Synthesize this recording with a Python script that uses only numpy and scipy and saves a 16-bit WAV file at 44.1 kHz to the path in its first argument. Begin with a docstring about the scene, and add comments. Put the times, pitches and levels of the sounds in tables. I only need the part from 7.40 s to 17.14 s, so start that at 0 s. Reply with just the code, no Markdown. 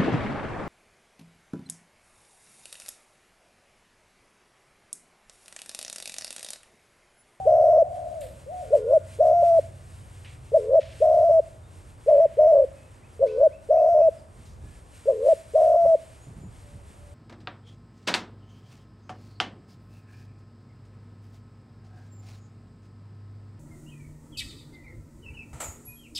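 """A caged spotted dove coos six phrases close to the microphone, under an open shelter.
Its syrinx sings a near sine that catches in quick rolls; the inflated crop rings at each catch.
A second dove answers further off, made the same way; small birds chirp and a distant dove coos in plain sines.
An engine idles far away as a few low orders; filtered noise makes the air, soft rustles and low bumps."""
import sys
import numpy as np
from scipy import signal
from scipy.fft import rfft, irfft, next_fast_len
from scipy.io import wavfile
from scipy.ndimage import uniform_filter1d

SR = 44100
rng = np.random.default_rng(int(sys.argv[2]) if len(sys.argv) > 2 else 0)


def dump_mix(stems):
    """Bounce the given channels to the path in sys.argv[1] as a 16-bit WAV at rate SR."""
    frames = np.atleast_2d(stems).T  # one column per channel
    limited = np.clip(frames, -1, 1)  # hard clip at full scale
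    pcm = np.round(limited * 32767).astype(np.int16)
    wavfile.write(sys.argv[1], SR, pcm)


N = 429534
TIME = np.arange(N) / SR

# every near coo scoops up from a low pitch and drops again as the air is shut off
ONSET_HZ, RISE_S = 428.6, 0.019
CLOSING_HZ, FALL_S = 465.6, 0.012
# a long coo sags ever faster; its roll starts once the pitch is up
SAG_POWER, ROLL_DELAY_S = 3.3, .035
# double coo: the first swell peaks after the start, the second before the end; the purr clears near the end
FIRST_PEAK_S, FIRST_WIDTH_S = .039, .027
SECOND_PEAK_S, SECOND_WIDTH_S, CLEAR_S = .035, .056, .048
# the harder a catch, the likelier that the next one is missed (chance per cycle lost)
MISS_CHANCE = .09
# resonance of the crop, then the cutoff of the neck skin
CROP_HZ, CROP_WIDTH_HZ, SKIN_HZ = 590, 108, 744
# where the doves sit: left minus right in dB, and the phase by which the left ear leads in radians
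NEAR_PAN_DB, NEAR_LEAD = 0.97, .28
FAR_PAN_DB, FAR_LEAD = 2.5, 1.1
# gain into the echoes, from the shelter and from the wall
NEAR_ROOM_DB, FAR_ROOM_DB, BIRDS_ROOM_DB = -27, -6.5, -4.5
NEAR_WALL_DB, FAR_WALL_DB = -40.5, -20


def undb(db):
    """Decibels to gain."""
    return 10 ** (np.asarray(db) / 20)


def level(x, db):
    """Set the rms level over the whole scene."""
    return x * undb(db) / np.sqrt(np.mean(x ** 2))


def noise():
    """White noise."""
    return rng.standard_normal(N)


def resonate(x, hz, width_hz):
    """One resonance with gain 1 at its centre."""
    b, a = signal.iirpeak(hz, hz / min(width_hz, SR / 3), fs=SR)
    return signal.lfilter(b, a, x + 1e-18)


def resonate_twice(x, hz, width_hz):
    """Two equal resonances in a row, for steeper skirts."""
    return resonate(resonate(x, hz, width_hz), hz, width_hz)


def lowpass(x, hz, order=2):
    """Smooth low-pass."""
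    return signal.sosfilt(signal.butter(order, hz, fs=SR, output="sos"), x + 1e-18)


def colour(x, points):
    """Filter by a curve of (frequency [Hz], gain [dB]) points."""
    hz, db = np.transpose(points)
    size = next_fast_len(N)
    bins = np.maximum(np.fft.rfftfreq(size, 1 / SR), 1)
    gain = undb(np.interp(np.log(bins), np.log(hz), db))
    return irfft(rfft(x, size) * gain, size)[:N]


def walk(rate):
    """Random wander with a spread near 1: straight lines between `rate` random points per second."""
    return np.interp(TIME * rate, np.arange(8192), rng.standard_normal(8192))


def bell(x):
    """A smooth swell, 1 at zero."""
    return np.exp(-np.minimum(x ** 2, 50))


def burst(start, attack, decay):
    """Quick rise and exponential fall."""
    age = np.maximum(TIME - start, 0)
    return np.minimum(age / attack, 1) * np.exp(-np.minimum(age / decay, 20))


def pan(x, db):
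    """Place a sound, left minus right in dB."""
    return x * undb(np.array([[db], [-db]]) / 2)


def place(x, db, lead):
    """Pan a sound and let it reach the left ear a little ahead in phase."""
    turn = np.exp(.5j * lead * np.array([[1], [-1]]))
    turned = signal.hilbert(x, next_fast_len(N))[:N] * turn
    return pan(turned.real, db)


def shelter(x, t60=.6, build_up_s=.025):
    """Diffuse echo of the roof and yard: decaying noise tails, partly alike in both ears."""
    t = np.arange(SR) / SR
    envelope = np.exp(-np.log(1000) * t / t60) * np.minimum(t / build_up_s, 1) ** 2
    mid, side = rng.standard_normal((2, SR)) * envelope
    tails = np.array([mid + .5 * side, mid - .5 * side])
    tails /= np.sqrt(np.sum(tails ** 2) / 2)
    return signal.fftconvolve(x[None], tails, axes=1)[:, :N]


def wall_echo(x, delay_s=0.15):
    """One late return from a wall across the yard."""
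    return np.interp(TIME - delay_s, TIME, x, left=0)


def air(swell=0.96, flicker_db=3.0):
    """Outdoor air: low rumble under a wide hiss whose treble swells, sinks and flickers."""
    # course of the treble, used relative to its median and scaled by swell: (time [s], level [dB])
    hiss_course = [(0.0, -64.5), (0.21, -66), (0.48, -66.5), (1.3, -59), (3.46, -62.5), (3.62, -58.5),
                   (4.0, -63.5), (6.32, -68.5), (6.51, -65.5), (6.67, -68), (7.56, -63.5), (7.75, -59.5),
                   (7.94, -58.5), (9.7, -66.5)]
    # spectrum of the air before its level is set: (frequency [Hz], relative level [dB])
    air_curve = [(110, -21.5), (200, -7), (300, -8), (600, -11), (1300, -18.5), (2500, -20.5),
                 (4000, -25.5), (6300, -26.5), (8800, -19.5), (11400, -25.5), (13000, -49)]
    # spectrum of the rumble before its level is set: (frequency [Hz], relative level [dB])
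    rumble_curve = [(20, -37), (38, -6), (55, -0.5), (85, 0.5), (130, -7), (240, -22), (500, -63.5)]
    # course of the rumble, around which it wanders: (time [s], level [dB])
    rumble_course = [(0, -50), (6.7, -49.5), (7.2, -45), (7.5, -53.5), (8.3, -52), (9.7, -48)]
    # width of the air: (frequency [Hz], side minus mid [dB])
    width_curve = [(200, -9), (600, -5), (1100, 4), (2200, -5), (4500, -11), (6500, -23.5), (8500, -13),
                   (9800, 12.5), (11500, -15.5)]

    s, db = np.transpose(hiss_course)
    gain = undb(swell * (np.interp(TIME, s, db) - np.median(db)) - 0.8 + flicker_db * walk(16))
    mid, other = (level(colour(noise(), air_curve), -56) for _ in range(2))
    low, other_low = (colour(v, [(1200, -0.5), (3000, -16.0)]) for v in (mid, other))
    treble = (mid - low) * gain
    # treble reaches the two ports out of phase; lower sounds come from all around
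    quarter_turned = np.imag(signal.hilbert(treble, next_fast_len(N)))[:N]
    side = colour(other_low + quarter_turned, width_curve)
    heave = undb(np.interp(TIME, *np.transpose(rumble_course)) + 1.2 * walk(4.5))
    rumble, rumble_side = (heave * level(colour(noise(), rumble_curve), 0) for _ in range(2))
    side = side + undb(-12) * rumble_side
    return low + treble + rumble + np.array([side, -side])


def engine(unsteady_db=2):
    """Only the low orders of a slow idle carry this far, each wandering in level."""
    # idling engine: (time [s], base rate [1/s], level [dB])
    idle = [(0, 18.9, -44.5), (.8, 18.7, -51.5), (2.001, 19, -44.5), (2.801, 18.5, -47.5),
            (4.101, 18.3, -48.5), (4.702, 18, -54), (9.701, 16, -61)]
    # its exhaust orders: (multiple of the base rate, relative level [dB])
    exhaust = [(2, -13), (3, -19), (4, -7), (5, 0), (6, -5), (7, -6), (8, -15), (9, -16.5)]

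    s, rate, db = np.transpose(idle)
    turn = np.cumsum(np.interp(TIME, s, rate)) / SR
    hum = np.zeros(N)
    for k, order_db in exhaust:
        strength = undb(order_db + unsteady_db * walk(7.1))
        hum += strength * np.sin(2 * np.pi * (np.round(k) * turn + rng.random()))
    return level(hum, 0) * undb(np.interp(TIME, s, db))


def bumps(width_hz=75, decay_s=0.051):
    """Dull, quickly damped thuds on the microphone, cut from low resonant noise."""
    # low bumps: (time [s], centre [Hz], noise level before the envelope [dB])
    thuds = [(6.972, 68, -43), (7.234, 72.5, -38), (8.433, 97.3, -36), (8.864, 113, -38.5),
             (8.959, 104, -37.5), (9.029, 106, -39), (9.329, 100, -42)]
    push, out = noise(), np.zeros(N)
    for start, hz, db in thuds:
        thud = resonate(resonate(push, hz, width_hz), hz, 2 * width_hz)
        out += level(thud, db) * burst(start, 0.0083, decay_s)
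    return out


def rustles(grain_db=2):
    """Short grainy brushes: band-passed noise with a quick rise and a decay."""
    # soft rustles: (time [s], decay [s], centre [Hz], width of each filter pass [Hz],
    # noise level before the envelope [dB])
    brushes = [(.805, 0.068, 9000, 6000, -47), (0.811, 0.063, 3000, 5140, -49.5),
               (2.844, 0.053, 2400, 1802, -46.5), (3.401, .17, 2400, 3020, -49.5),
               (4.67, 0.69, 1995, 1582, -60), (5.86, 0.14, 3360, 3645, -58), (7.05, 0.09, 5000, 6930, -59)]
    grains, out = noise() * undb(grain_db * walk(270)), np.zeros(N)
    for start, decay, hz, width, db in brushes:
        out += level(resonate_twice(grains, hz, width), db) * burst(start, 0.0045, decay)
    return out


def other_birds(warble=0.015):
    """Thin sine notes: tweets that sweep up and level off, gliding or held whistles, two distant coos."""
    # a small bird repeats one upward tweet: (time [s], length [s], peak level [dB])
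    tweets = [(5.62, .05, -60.5), (5.866, 0.057, -52.5), (6.11, 0.057, -57), (6.352, .075, -59.5),
              (6.594, 0.072, -60)]
    # stray whistles, and at the end two faint coos of a distant dove:
    # (time [s], length [s], start pitch [Hz], end pitch [Hz], peak level [dB])
    glides = [ (0.119, .2, 9300, 8200, -65), (1.224, .44, 1436, 1420, -62), (4.229, 0.054, 3600, 3760, -69),
              (5.352, .11, 2580, 2580, -62.5), (5.8, .33, 1484, 1522, -61.5), (7.21, .22, 1703, 1712, -66),
              (6.764, 0.047, 5450, 4430, -66), (8.806, .067, 6580, 7150, -61),
              (8.998, 0.086, 7200, 6850, -64), (9.204, 0.26, 584, 571, -57), (9.562, 0.24, 580, 585, -55)]
    from_hz, to_hz, rise_s = 1950, 2630, .018  # the tweet's sweep

    notes = []
    for start, length, db in tweets:
        age = np.arange(int(length * SR)) / SR
        notes.append((start, to_hz + (from_hz - to_hz) * bell(age / rise_s), db))
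    for start, length, start_hz, end_hz, db in glides:
        notes.append((start, np.linspace(start_hz, end_hz, int(length * SR)), db))

    out, wobble = np.zeros(N), 1 + warble * walk(270)
    for start, hz, db in notes:
        span = np.minimum(int(start * SR) + np.arange(len(hz)), N - 1)
        arch = np.sqrt(np.abs(np.sin(np.linspace(0, np.pi, len(hz)))))
        phase = 2 * np.pi * np.cumsum(hz * wobble[span]) / SR
        out[span] += undb(db) * arch * np.sin(phase)
    return out


def catches(rolls, pitch, law):
    """Each catch briefly slackens the syrinx: returns the pitch sag in Hz and the choking of the tone."""
    spread_s, jitter, scatter, rebound = .0023, .11, .24, .17
    law_hz, rates, slips = np.transpose(law)
    sag, choke = np.zeros(N), np.zeros(N)
    for due, end in rolls:
        for late, more, luck in zip(*rng.standard_normal((2, 64)), rng.random(64)):
            if due >= end:
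                break
            rate, slip = (np.interp(pitch[int(due * SR)], law_hz, v) for v in (rates, slips))
            at = due + jitter * late / rate
            near = slice(int(at * SR) - 700, int(at * SR) + 700)
            u = (TIME[near] - at) / spread_s
            slack = np.exp(-.5 * u ** 2)
            lost = slip * np.exp(scatter * more)  # cycles
            sag[near] += lost * slack / (spread_s * np.sqrt(2 * np.pi))
            # the dammed air pushes harder just after the catch
            choke[near] += np.sqrt(lost) * (slack ** 2 - rebound * np.exp(-.5 * (u - 2) ** 2))
            missed = luck < MISS_CHANCE * lost
            due += (2 if missed else 1) / rate
    return sag, choke


def dove(coos, rolls, roll_law, effort, edge_s=0.00053, waver=0.0058, husk_db=-46.5, hiss_db=-64):
    """A near sine from the syrinx, sung with closed beak through the crop and the skin of the neck."""
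    # faint overtones that leak past the crop: (multiple of the pitch, level against the syrinx [dB])
    leaks = [(2, -51), (3, -59), (4, -65), (7, -66), (8, -59.5), (9, -58), (13, -68)]

    times, pitches, levels = np.hstack(coos)
    pitch, strength_db = np.interp(TIME, times, pitches), np.interp(TIME, times, levels)
    sounding = sum((TIME >= s[0]) & (TIME <= s[-1]) for s, _, _ in coos)
    gate = uniform_filter1d(sounding * 1., int(edge_s * SR))
    sag, choke = catches(rolls, pitch, roll_law)
    force = undb(strength_db + np.interp(pitch, *np.transpose(effort))) * gate
    swing = force * np.exp(-2 * choke)
    phase = 2 * np.pi * np.cumsum(pitch * (1 + waver * walk(180)) - sag) / SR
    crop = resonate(swing * np.sin(phase), CROP_HZ, CROP_WIDTH_HZ)
    tone = lowpass(crop, SKIN_HZ, order=6)
    # overtones only appear at the top of the range, where the membranes are driven hard
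    strain = np.clip((pitch - 610) / 60, 0, 1)
    overtones = strain * swing * sum(undb(db) * np.sin(np.round(k) * phase) for k, db in leaks)
    # a husky breath puffs up around each catch
    husk = level(resonate_twice(noise(), 1000, 220), husk_db) * force * (0.6 + 1.2 * np.abs(choke))
    # a trace of hiss goes with the voice
    hiss = level(resonate_twice(noise(), 4300, 4000), hiss_db) * force
    return tone + overtones + husk + hiss


def far_song():
    """The further dove's coos, with no level offsets between them, and its rolls."""
    # one table per coo: (time [s], pitch [Hz])
    answers = [
        [(0, 780), (.07, 743), (.35, 736.3), (.73, 696), (.8, 603), (.87, 490)],
        [(1.06, 462), (1.1, 635), (1.13, 734), (1.2, 723), (1.25, 602), (1.295, 426)],
    ]
    # its rolls; one whose end is not after its start holds no catch: (start [s], end [s])
    answer_rolls = [(0.101, 0.74), (1.091, 1.09), (1.22, 1.28)]
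    return [(*np.transpose(coo), np.zeros(len(coo))) for coo in answers], answer_rolls


def scoop(held_hz, age, length):
    """Pitch rises into the coo and falls out of it."""
    hz = held_hz + (ONSET_HZ - held_hz) * bell(age / RISE_S)
    return CLOSING_HZ + (hz - CLOSING_HZ) * np.minimum((length - age) / FALL_S, 1)


def near_song():
    """The near dove's coos as (times, pitches, levels), and its rolls as (start, end)."""
    # long coos open with a roll, clear, and relapse once; roll times count from the coo's start:
    # (time [s], length [s], top pitch [Hz], sag by the end [Hz], roll end [s], relapse start [s],
    # relapse length [s], level offset [dB])
    long_coos = [ (.053, .376, 697, 42.15, 0.25, .275, .058, 1.0),
                 (1.786, 0.41, 695.8, 49.8, 0.14, 0.24, .005, 0.56),
                 (3.602, 0.4, 689.6, 55.05, 0.24, 0.29, .02, -0.2),
                 (4.969, 0.28, 668.8, 149, 0.1, 0.15, .115, 0.7),
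                 (6.287, .404, 691.8, 55.6, .207, .257, .066, -0.17),
                 (8.135, 0.42, 688.5, 49.56, 0.23, 0.32, .005, -0.2)]
    # double coos, two swells joined by a low purr; the roll time counts from the coo's start:
    # (time [s], length [s], first swell [Hz], purr [Hz], second swell [Hz], roll start [s],
    # level offset [dB])
    double_coos = [ (1.304, .275, 645.8, 450, 652.6, .043, 0.25),
                   (3.117, 0.28, 663, 445, 657.4, 0.057, 0.76), (4.661, 0.2, 672.3, 600, 658.4, 0.045, 0),
                   (5.792, .285, 635, 450, 648, .031, 0.74), (7.655, 0.28, 620.6, 452, 665, .036, 0.5)]

    coos, rolls = [], []
    for start, length, top_hz, sag_hz, roll_end, relapse, relapse_length, db in long_coos:
        age = np.linspace(0, length, 256)
        held_hz = top_hz - sag_hz * (age / length) ** SAG_POWER
        coos.append((start + age, scoop(held_hz, age, length), np.full_like(age, db)))
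        rolls.append((start + ROLL_DELAY_S, start + roll_end))
        rolls.append((start + relapse, start + relapse + relapse_length))
    for start, length, first_hz, purr_hz, second_hz, roll_start, db in double_coos:
        age = np.linspace(0, length, 256)
        first = (first_hz - purr_hz) * bell((age - FIRST_PEAK_S) / FIRST_WIDTH_S)
        second = (second_hz - purr_hz) * bell((length - age - SECOND_PEAK_S) / SECOND_WIDTH_S)
        coos.append((start + age, scoop(purr_hz + first + second, age, length), np.full_like(age, db)))
        rolls.append((start + roll_start, start + length - CLEAR_S))
    return sorted(coos, key=lambda coo: coo[0][0]), rolls


def scene():
    """The near dove, its neighbours and the yard."""
    # air pressure drives pitch and level together: (pitch [Hz], syrinx level before the crop [dB])
    near_effort = [(420, -21.5), (490, -13), (545, -13.5), (600, -7.5), (690, -7.5)]
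    far_effort = [(460, -34), (600, -33), (720, -23.5), (775, -15.5)]
    # in a roll the syrinx keeps catching, harder at high pitch:
    # (pitch [Hz], catch rate [1/s], typical phase lost at each [cycles])
    near_roll = [(458, 81, 0.27), (597, 120, .46), (692.3, 67, 0.8)]
    far_roll = [(595, 140, .5), (743, 44, .9)]

    near = dove(*near_song(), near_roll, near_effort)
    far = dove(*far_song(), far_roll, far_effort)
    birds = other_birds()
    doves = place(near, NEAR_PAN_DB, NEAR_LEAD) + place(far, FAR_PAN_DB, FAR_LEAD)
    direct = doves + pan(engine() + bumps(), -1) + birds + rustles()
    room = shelter(undb(NEAR_ROOM_DB) * near + undb(FAR_ROOM_DB) * far + undb(BIRDS_ROOM_DB) * birds)
    wall = wall_echo(undb(NEAR_WALL_DB) * near + undb(FAR_WALL_DB) * far)
    return direct + room + wall + air()


def record(dry):
    """The microphone has a narrow treble notch, and the top is cut steeply above 12300 Hz."""
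    notched = dry - resonate(dry, 10220, 1600)
    return signal.sosfilt(signal.ellip(8, .2, 70, 12300, fs=SR, output="sos"), notched)


dry = scene()
out = record(dry)
dump_mix(out)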